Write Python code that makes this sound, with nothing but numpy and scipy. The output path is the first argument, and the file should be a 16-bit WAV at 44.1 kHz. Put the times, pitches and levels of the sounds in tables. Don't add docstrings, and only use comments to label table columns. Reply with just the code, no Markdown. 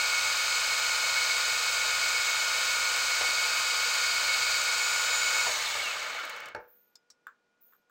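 import sys
import numpy as np
from scipy import signal
from scipy.fft import rfft, irfft, next_fast_len
from scipy.io import wavfile

SR = 44100
rng = np.random.default_rng(int(sys.argv[2]) if len(sys.argv) > 2 else 0)


def master(y):
    cut = np.clip(np.atleast_2d(y).T, -1, 1)
    pcm = np.round(cut * 32767)
    wavfile.write(sys.argv[1], SR, pcm.astype(np.int16))


N = 348390
TIME = np.arange(N) / SR
SHAFT_HZ, SWITCH_OFF_S = 22.163, 5.465
BACKLASH_DB = 5.5
# frequency in Hz, level in dB, t60 in seconds.
FRAME_MODES = [(351, -22, 0.27), (489.7, -9, 0.36), (595, -12.5, .22), (874, -9.5, 0.22), (2200, -23, .23)]


def gear_whine(speed, turns, coasting, level_db, waver_db, coast_waver_db, unloaded_db, db_per_octave):
    # cycles per turn, relative level in dB.
    gear_tones = [(31, -59), (40, -52), (49, -52), (54, -56), (56, -57), (57, -45), (83, -53), (96, -52),
                  (105, -43), (108, -49), (111, -55), (113, -55), (114, -43), (117, -55), (144, -53),
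                  (168, -52), (171, -44), (174, -54), (177, -55), (184, -54), (190, -51), (191, -50),
                  (192, -53), (194, -53), (210, -41.5), (216, -53), (228, -46), (230, -55), (231, -52),
                  (240, -52), (261, -55), (285, -46), (306, -54), (312, -49), (315, -53), (339, -54),
                  (342, -50), (420, -55)]
    step, flare = 64, .4
    chatter_order, chatter_depth = 192, .6
    angle = np.float32(2 * np.pi * (turns % 1))
    when, speed, coasting = TIME[::step], speed[::step], coasting[::step]
    shared_db = level_db + unloaded_db * coasting + db_per_octave * np.log2(speed)
    out = np.zeros(N)
    for order, db in gear_tones:
        hz = order * SHAFT_HZ
        flare_db = flare * (gearbox_db(hz * speed) - gearbox_db(hz))
        flutter_db = waver_db * drift(rng.uniform(8, 50), step)
        flutter_db += coast_waver_db * coasting * drift(70, step)
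        gain = np.interp(TIME, when, from_db(db + shared_db + flare_db + swell_db(order, when) + flutter_db))
        if order == chatter_order:
            gain *= 1 + chatter_depth * np.cos(angle)
        out += gain * np.sin(order * angle + np.float32(2 * np.pi * rng.random()))
    return out


def swell_db(order, when):
    # cycles per turn, start, hold and fade in seconds, boost in dB.
    swells = [(192, 0, 1.4, .3, 4.5), (192, 0, 4.52, .2, 4), (192, 4.0, .52, .25, 5),
              (210, 3.35, 1.15, .3, 3.5), (315, 4.88, .55, .25, 14), (315, 5.535, .04, .025, 8),
              (231, 5.58, .1, .05, 10), (312, 5.82, .03, .03, 12), (210, 5.85, .035, .04, 13),
              (210, 6.17, .08, .08, 11)]
    return sum(db * (ramp(start_s - fade_s, fade_s, when) - ramp(start_s + hold_s, fade_s, when))
               for tone, start_s, hold_s, fade_s, db in swells if tone == order)


def gear_rattle(speed, turns, level_db, repeat_share, throb_depth, grain_db, ripple_db):
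    # frequency in Hz, loss in dB per halving of speed.
    slowing_loss = [(100, 9), (500, 3), (900, 5), (1500, 4), (4000, 8.3), (8000, 12.5), (15000, 10.3)]
    repeating = np.clip(repeat_share * speed, 0, 1)
    per_turn = int(SR / SHAFT_HZ)
    flaws = signal.resample(rng.standard_normal(per_turn), per_turn * 8)
    locked = rms_one(flaws[(turns % 1 * len(flaws)).astype(int)])
    loose = rms_one(rng.standard_normal(N) * from_db(grain_db * drift(900)))
    force = np.sqrt(repeating) * locked + np.sqrt(1 - repeating) * loose
    beat = 2 * np.pi * 3 * turns
    force *= 1 + throb_depth * (np.cos(beat) + np.cos(2 * beat))
    cover_hz = np.arange(1000, SR // 2, 35)
    cover_db = ripple_db * rng.standard_normal(len(cover_hz))
    radiated = coloured(force, lambda hz: gearbox_db(hz) + np.interp(hz, cover_hz, cover_db, left=0))
    size = next_fast_len(N, True)
    spectrum = rfft(radiated, size)
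    hz = np.linspace(0, SR / 2, len(spectrum))
    out = np.zeros(N)
    for centre_hz, loss_db in slowing_loss:
        band = at_hz([(f, f == centre_hz) for f, _ in slowing_loss], hz)
        out += irfft(spectrum * band, size)[:N] * from_db(loss_db * np.log2(speed))
    return out * contact_gain(speed) * from_db(level_db + BACKLASH_DB * (1 - speed))


def gearbox_db(hz):
    # frequency in Hz, gain in dB.
    colour = [(25, -14), (100, -11.5), (165, -19), (370, -14.5), (500, -8.5), (950, -3), (1250, 1.5),
              (1900, 1.5), (4300, 2.5), (5600, -1.5), (7900, -1), (11600, -24.5), (14000, -10.5),
              (15800, -11.5)]
    # centre in Hz, width in Hz, boost in dB.
    casting_modes = [(492.4, 40, 6), (620, 110, 8), (869.5, 50, 7), (1081, 50, 7), (1340, 260, 5.5),
                     (1570, 80, 1.5), (2326, 140, 5), (2710, 90, 1.5), (3670, 310, 2), (4290, 130, 3.5),
                     (4845, 150, 4.5), (5570, 120, 1.5), (6440, 200, 5.5), (6913, 220, 5.5), (7864, 250, 4),
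                     (9250, 270, 5)]
    peaks_db = sum(db / (1 + (2 * (hz - centre) / width) ** 2) for centre, width, db in casting_modes)
    return at_hz(colour, hz) + peaks_db


def shaft_speed(coast_s, drag_per_s, judder_depth):
    friction = 1 / np.expm1(drag_per_s * coast_s)
    speed = (1 + friction) * np.exp(-drag_per_s * np.maximum(TIME - SWITCH_OFF_S, 0)) - friction
    wander = 2e-4 * drift(6)
    judder = judder_depth * (TIME > SWITCH_OFF_S) * drift(260)
    return np.maximum(speed, 1e-3) * (1 + wander + judder)


def contact_gain(speed, creep_speed=.11):
    return np.clip(speed / creep_speed, 0, 1) ** 2


def headstock_ring(speed, coasting, level_db, throb_db, throb_period_s, unloaded_db, db_per_octave):
    # frequency in Hz, relative level in dB, pitch wander in Hz.
    ring_tones = [(2194.3, -6, .2), (2209.6, -5.5, .2), (2217.2, -3.5, 1.1)]
    tones = 0
    for hz, db, wander_hz in ring_tones:
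        cycles = np.cumsum(hz + wander_hz * drift(4)) / SR + rng.random()
        tones += from_db(db) * np.sin(2 * np.pi * cycles)
    noise_share = np.clip(.06 + coasting, 0, 1)
    ring = np.sqrt(1 - noise_share) * rms_one(tones) + np.sqrt(noise_share) * narrow_noise(2208, 70)
    throb_phase = 2 * np.pi * (TIME - .16) / throb_period_s
    throb = (np.cos(throb_phase) + .7 * np.cos(2 * throb_phase)) * (1 - coasting)
    coast_db = unloaded_db * coasting + BACKLASH_DB * (1 - speed) + db_per_octave * np.log2(speed)
    return ring * contact_gain(speed) * from_db(level_db + throb_db * throb + coast_db)


def motor(level_db, waver_db, retract_db, t60_s):
    # frequency in Hz, relative level in dB.
    motor_tones = [(480, -60), (540, -58), (960, -54), (1080, -64), (1380, -48), (1440, -38.3),
                   (1500, -44.5), (1560, -53)]
    tones = sum(from_db(db + waver_db * drift(8.8)) * np.cos(2 * np.pi * hz * TIME + .5 * drift(2))
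                for hz, db in motor_tones)
    dying_db = -60 * np.maximum(TIME - SWITCH_OFF_S, 0) / t60_s
    return tones * from_db(level_db + retract_db * ramp(start_s=4.5, length_s=.8) + dying_db)


def tooth_ticks(level_db, t60_s):
    # start in seconds, relative level in dB.
    ticks = [(6.1968, -47), (6.2517, -40), (6.2963, -37.5), (6.3634, -44), (6.4028, -44), (6.4578, -43.5),
             (6.4857, -49)]
    # frequency in Hz, gain in dB.
    colour = [(1000, -15), (4000, -8), (5800, -1), (8500, -2), (11500, -17.5), (14000, -1), (15800, 0.5)]
    hits = [(start_s, db, t60_s) for start_s, db in ticks]
    return from_db(level_db) * blows(hits, colour, [], crack_s=.002, tail_db=5.5, tail_hz=12000)


def control_clanks():
    # start in seconds, level in dB, t60 in seconds.
    hits = [(3.209, -33, 0.47), (5.467, -30.5, 0.37), (5.752, -39.5, .45)]
    # frequency in Hz, gain in dB.
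    colour = [(40, -34), (90, -6), (150, -28), (280, -22.5), (360, -5), (460, -7.5), (590, 1), (900, 2.5),
              (1300, -6.5), (2000, -6.5), (4000, -19.5), (15000, -40.5)]
    return blows(hits, colour, FRAME_MODES, crack_s=.0061, tail_db=-3.5, tail_hz=2500)


def chuck_guard():
    # start in seconds, level in dB, t60 in seconds.
    hits = [(6.548, -31, 0.3), (6.563, -42, 0.22)]
    # frequency in Hz, gain in dB.
    colour = [(35, -21), (85, -10), (150, -20), (330, -16), (490, 3), (700, -7), (860, -3), (1150, -8),
              (1600, 2), (2000, -13), (2400, -11), (3200, -24), (5500, -23), (11000, -43.5), (15500, -37)]
    # frequency in Hz, level in dB, t60 in seconds.
    sheet_modes = [(4400, -30, .13), (5600, -26, .08), (7100, -39, .13), (8600, -44, .15)]
    return blows(hits, colour, FRAME_MODES + sheet_modes, crack_s=.005, tail_db=-5, tail_hz=1200)


def part_knocks():
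    # start in seconds, level in dB, t60 in seconds.
    hits = [(7.268, -39, 0.16), (7.724, -59, .15), (7.733, -61, 0.092), (7.746, -62, .06), (7.896, -61, .1)]
    # frequency in Hz, gain in dB.
    colour = [(100, -34), (700, -27), (1100, -6), (1400, 2.5), (1700, -1.5), (2100, -21.5), (3500, -29),
              (6000, -34), (7400, -19), (11500, -53), (14500, -16)]
    # frequency in Hz, level in dB, t60 in seconds.
    part_modes = [(1080, -15, 0.17), (1270, -13.5, .11), (1376, -13, 0.11), (3564, -22, 0.064)]
    return blows(hits, colour, part_modes, crack_s=.00387, tail_db=-2, tail_hz=2000)


def steel_clicks():
    # start in seconds, level in dB, t60 in seconds, pitch ratio.
    clicks = [(6.955, -49.5, .05, 1), (7.102, -50, 0.071, 1.07)]
    # frequency in Hz at pitch ratio 1, gain in dB.
    base_colour = [(200, -33), (1500, -15.5), (2700, -25), (4100, -11.5), (5050, 5), (6200, -12),
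                   (7200, -6), (11300, -29), (15300, -15)]
    # frequency in Hz at pitch ratio 1, level in dB, t60 in seconds.
    steel_modes = [(3584, -14, .07), (5030, -13, .13), (6665, -28, .12)]
    out = np.zeros(N)
    for start_s, db, t60_s, pitch in clicks:
        colour = [(hz * pitch, gain_db) for hz, gain_db in base_colour]
        modes = [(hz * pitch, mode_db, ring_s) for hz, mode_db, ring_s in steel_modes]
        out += blows([(start_s, db, t60_s)], colour, modes, crack_s=.003, tail_db=4, tail_hz=6000)
    return out


def blows(hits, colour, modes, crack_s, tail_db, tail_hz):
    out, t = np.zeros(N + SR), TIME[:SR // 2]
    lowpass = signal.butter(1, tail_hz, fs=SR, output="sos")
    for start_s, db, t60_s in hits:
        crack, tail = rng.standard_normal((2, len(t)))
        force = crack * np.exp(-(t / crack_s) ** 2)
        force += signal.sosfilt(lowpass, tail) * from_db(tail_db - 60 * t / t60_s)
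        hit = coloured(force, lambda hz: at_hz(colour, hz))
        for hz, mode_db, ring_s in modes:
            envelope = from_db(mode_db + rng.normal(0, 1.5) - 60 * t / ring_s)
            hit += envelope * np.sin(2 * np.pi * hz * t) * rng.choice([-1, 1])
        start = round(start_s * SR)
        out[start:start + len(t)] += from_db(db) * hit
    return out[:N]


def sizzle(start_hz, sag_hz_per_s, width_hz, squeak_hz):
    # start in seconds, level in dB, seconds to fade 20 dB (negative: almost no squeak).
    sizzles = [(6.59, -73, -0.16), (6.672, -61, .225), (7.605, -59.5, .165)]
    squeak = narrow_noise(squeak_hz, 250) + from_db(-17) * narrow_noise(squeak_hz / 2, 125)
    crest, spread = .64, .65
    out = np.zeros(N)
    for start_s, db, fade_s in sizzles:
        age_s = np.clip(TIME - start_s, 0, 1)
        hiss = from_db(-20 * (age_s / fade_s) ** 2) * narrow_noise(start_hz - sag_hz_per_s * age_s, width_hz)
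        squeak_db = -10 - 20 * ((age_s / fade_s - crest) / spread) ** 2
        out += from_db(db) * ramp(start_s, .015) * (hiss + from_db(squeak_db) * squeak)
    return out


def workshop(air_db, hum_db):
    # frequency in Hz, gain in dB.
    air_colour = [(30, -15), (120, -14.5), (200, -1.5), (310, -4.5), (460, 0), (650, -4.5), (1500, -7.5),
                  (2200, -11.5), (6500, -18.5), (12000, -35.5), (16000, -33.5)]
    # frequency in Hz, relative level in dB.
    hum_tones = [(479.5, -85), (1440, -78), (2400, -91)]
    air = coloured(rng.standard_normal(N), lambda hz: at_hz(air_colour, hz))
    hum = sum(from_db(db) * np.sin(2 * np.pi * hz * TIME) for hz, db in hum_tones)
    return from_db(air_db) * air + from_db(hum_db) * hum


def from_db(db):
    return 10 ** (np.asarray(db) / 20)


def rms_one(x):
    return x / np.sqrt(np.mean(x ** 2) + 1e-20)


def at_hz(points, hz):
    where, value = np.transpose(points)
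    return np.interp(np.log(hz + 1), np.log(where), value)


def ramp(start_s, length_s, when=TIME):
    return np.clip((when - start_s) / length_s, 0, 1)


def drift(rate_hz, step=1):
    knots = rng.standard_normal(int(N / SR * rate_hz) + 3)
    return np.interp(TIME[::step] * rate_hz, np.arange(len(knots)), rms_one(knots))


def coloured(x, db_at):
    size = 2 * next_fast_len(len(x) // 2 + SR // 10)
    gain = rms_one(from_db(db_at(np.arange(size // 2 + 1) * SR / size)))
    cepstrum = irfft(np.log(gain))
    cepstrum[1:size // 2] *= 2
    cepstrum[size // 2 + 1:] = 0
    return irfft(rfft(x, size) * np.exp(rfft(cepstrum)))[:len(x)]


def narrow_noise(centre_hz, width_hz):
    lowpass = signal.butter(4, width_hz / 2, fs=SR, output="sos")
    a, b = signal.sosfilt(lowpass, rng.standard_normal((2, N)))
    phase = 2 * np.pi * np.cumsum(centre_hz + np.zeros(N)) / SR
    return rms_one(a * np.cos(phase) + b * np.sin(phase))


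def scene():
    speed = shaft_speed(coast_s=1.18, drag_per_s=.53, judder_depth=.004)
    turns = np.cumsum(speed) * SHAFT_HZ / SR
    coasting = np.clip((1 - speed) / .08, 0, 1)
    mono = gear_whine(speed, turns, coasting, level_db=3, waver_db=1.5, coast_waver_db=4.5,
                      unloaded_db=-5, db_per_octave=7.5)
    mono += gear_rattle(speed, turns, level_db=-31, repeat_share=.3, throb_depth=.067,
                        grain_db=1.5, ripple_db=2.5)
    mono += headstock_ring(speed, coasting, level_db=-35.5, throb_db=1.64, throb_period_s=1.04,
                           unloaded_db=-2, db_per_octave=5.6)
    mono += motor(level_db=3, waver_db=1, retract_db=2.5, t60_s=.06)
    mono += tooth_ticks(level_db=-4, t60_s=.03)
    mono += control_clanks() + chuck_guard() + part_knocks() + steel_clicks()
    mono += sizzle(start_hz=14800, sag_hz_per_s=5200, width_hz=2000, squeak_hz=13300)
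    mono += workshop(air_db=-77.5, hum_db=1.5)
    return np.array([mono, mono])


def record(dry):
    return signal.sosfilt(signal.ellip(12, .1, 80, 15800, fs=SR, output="sos"), dry)


dry = scene()
out = record(dry)
master(out)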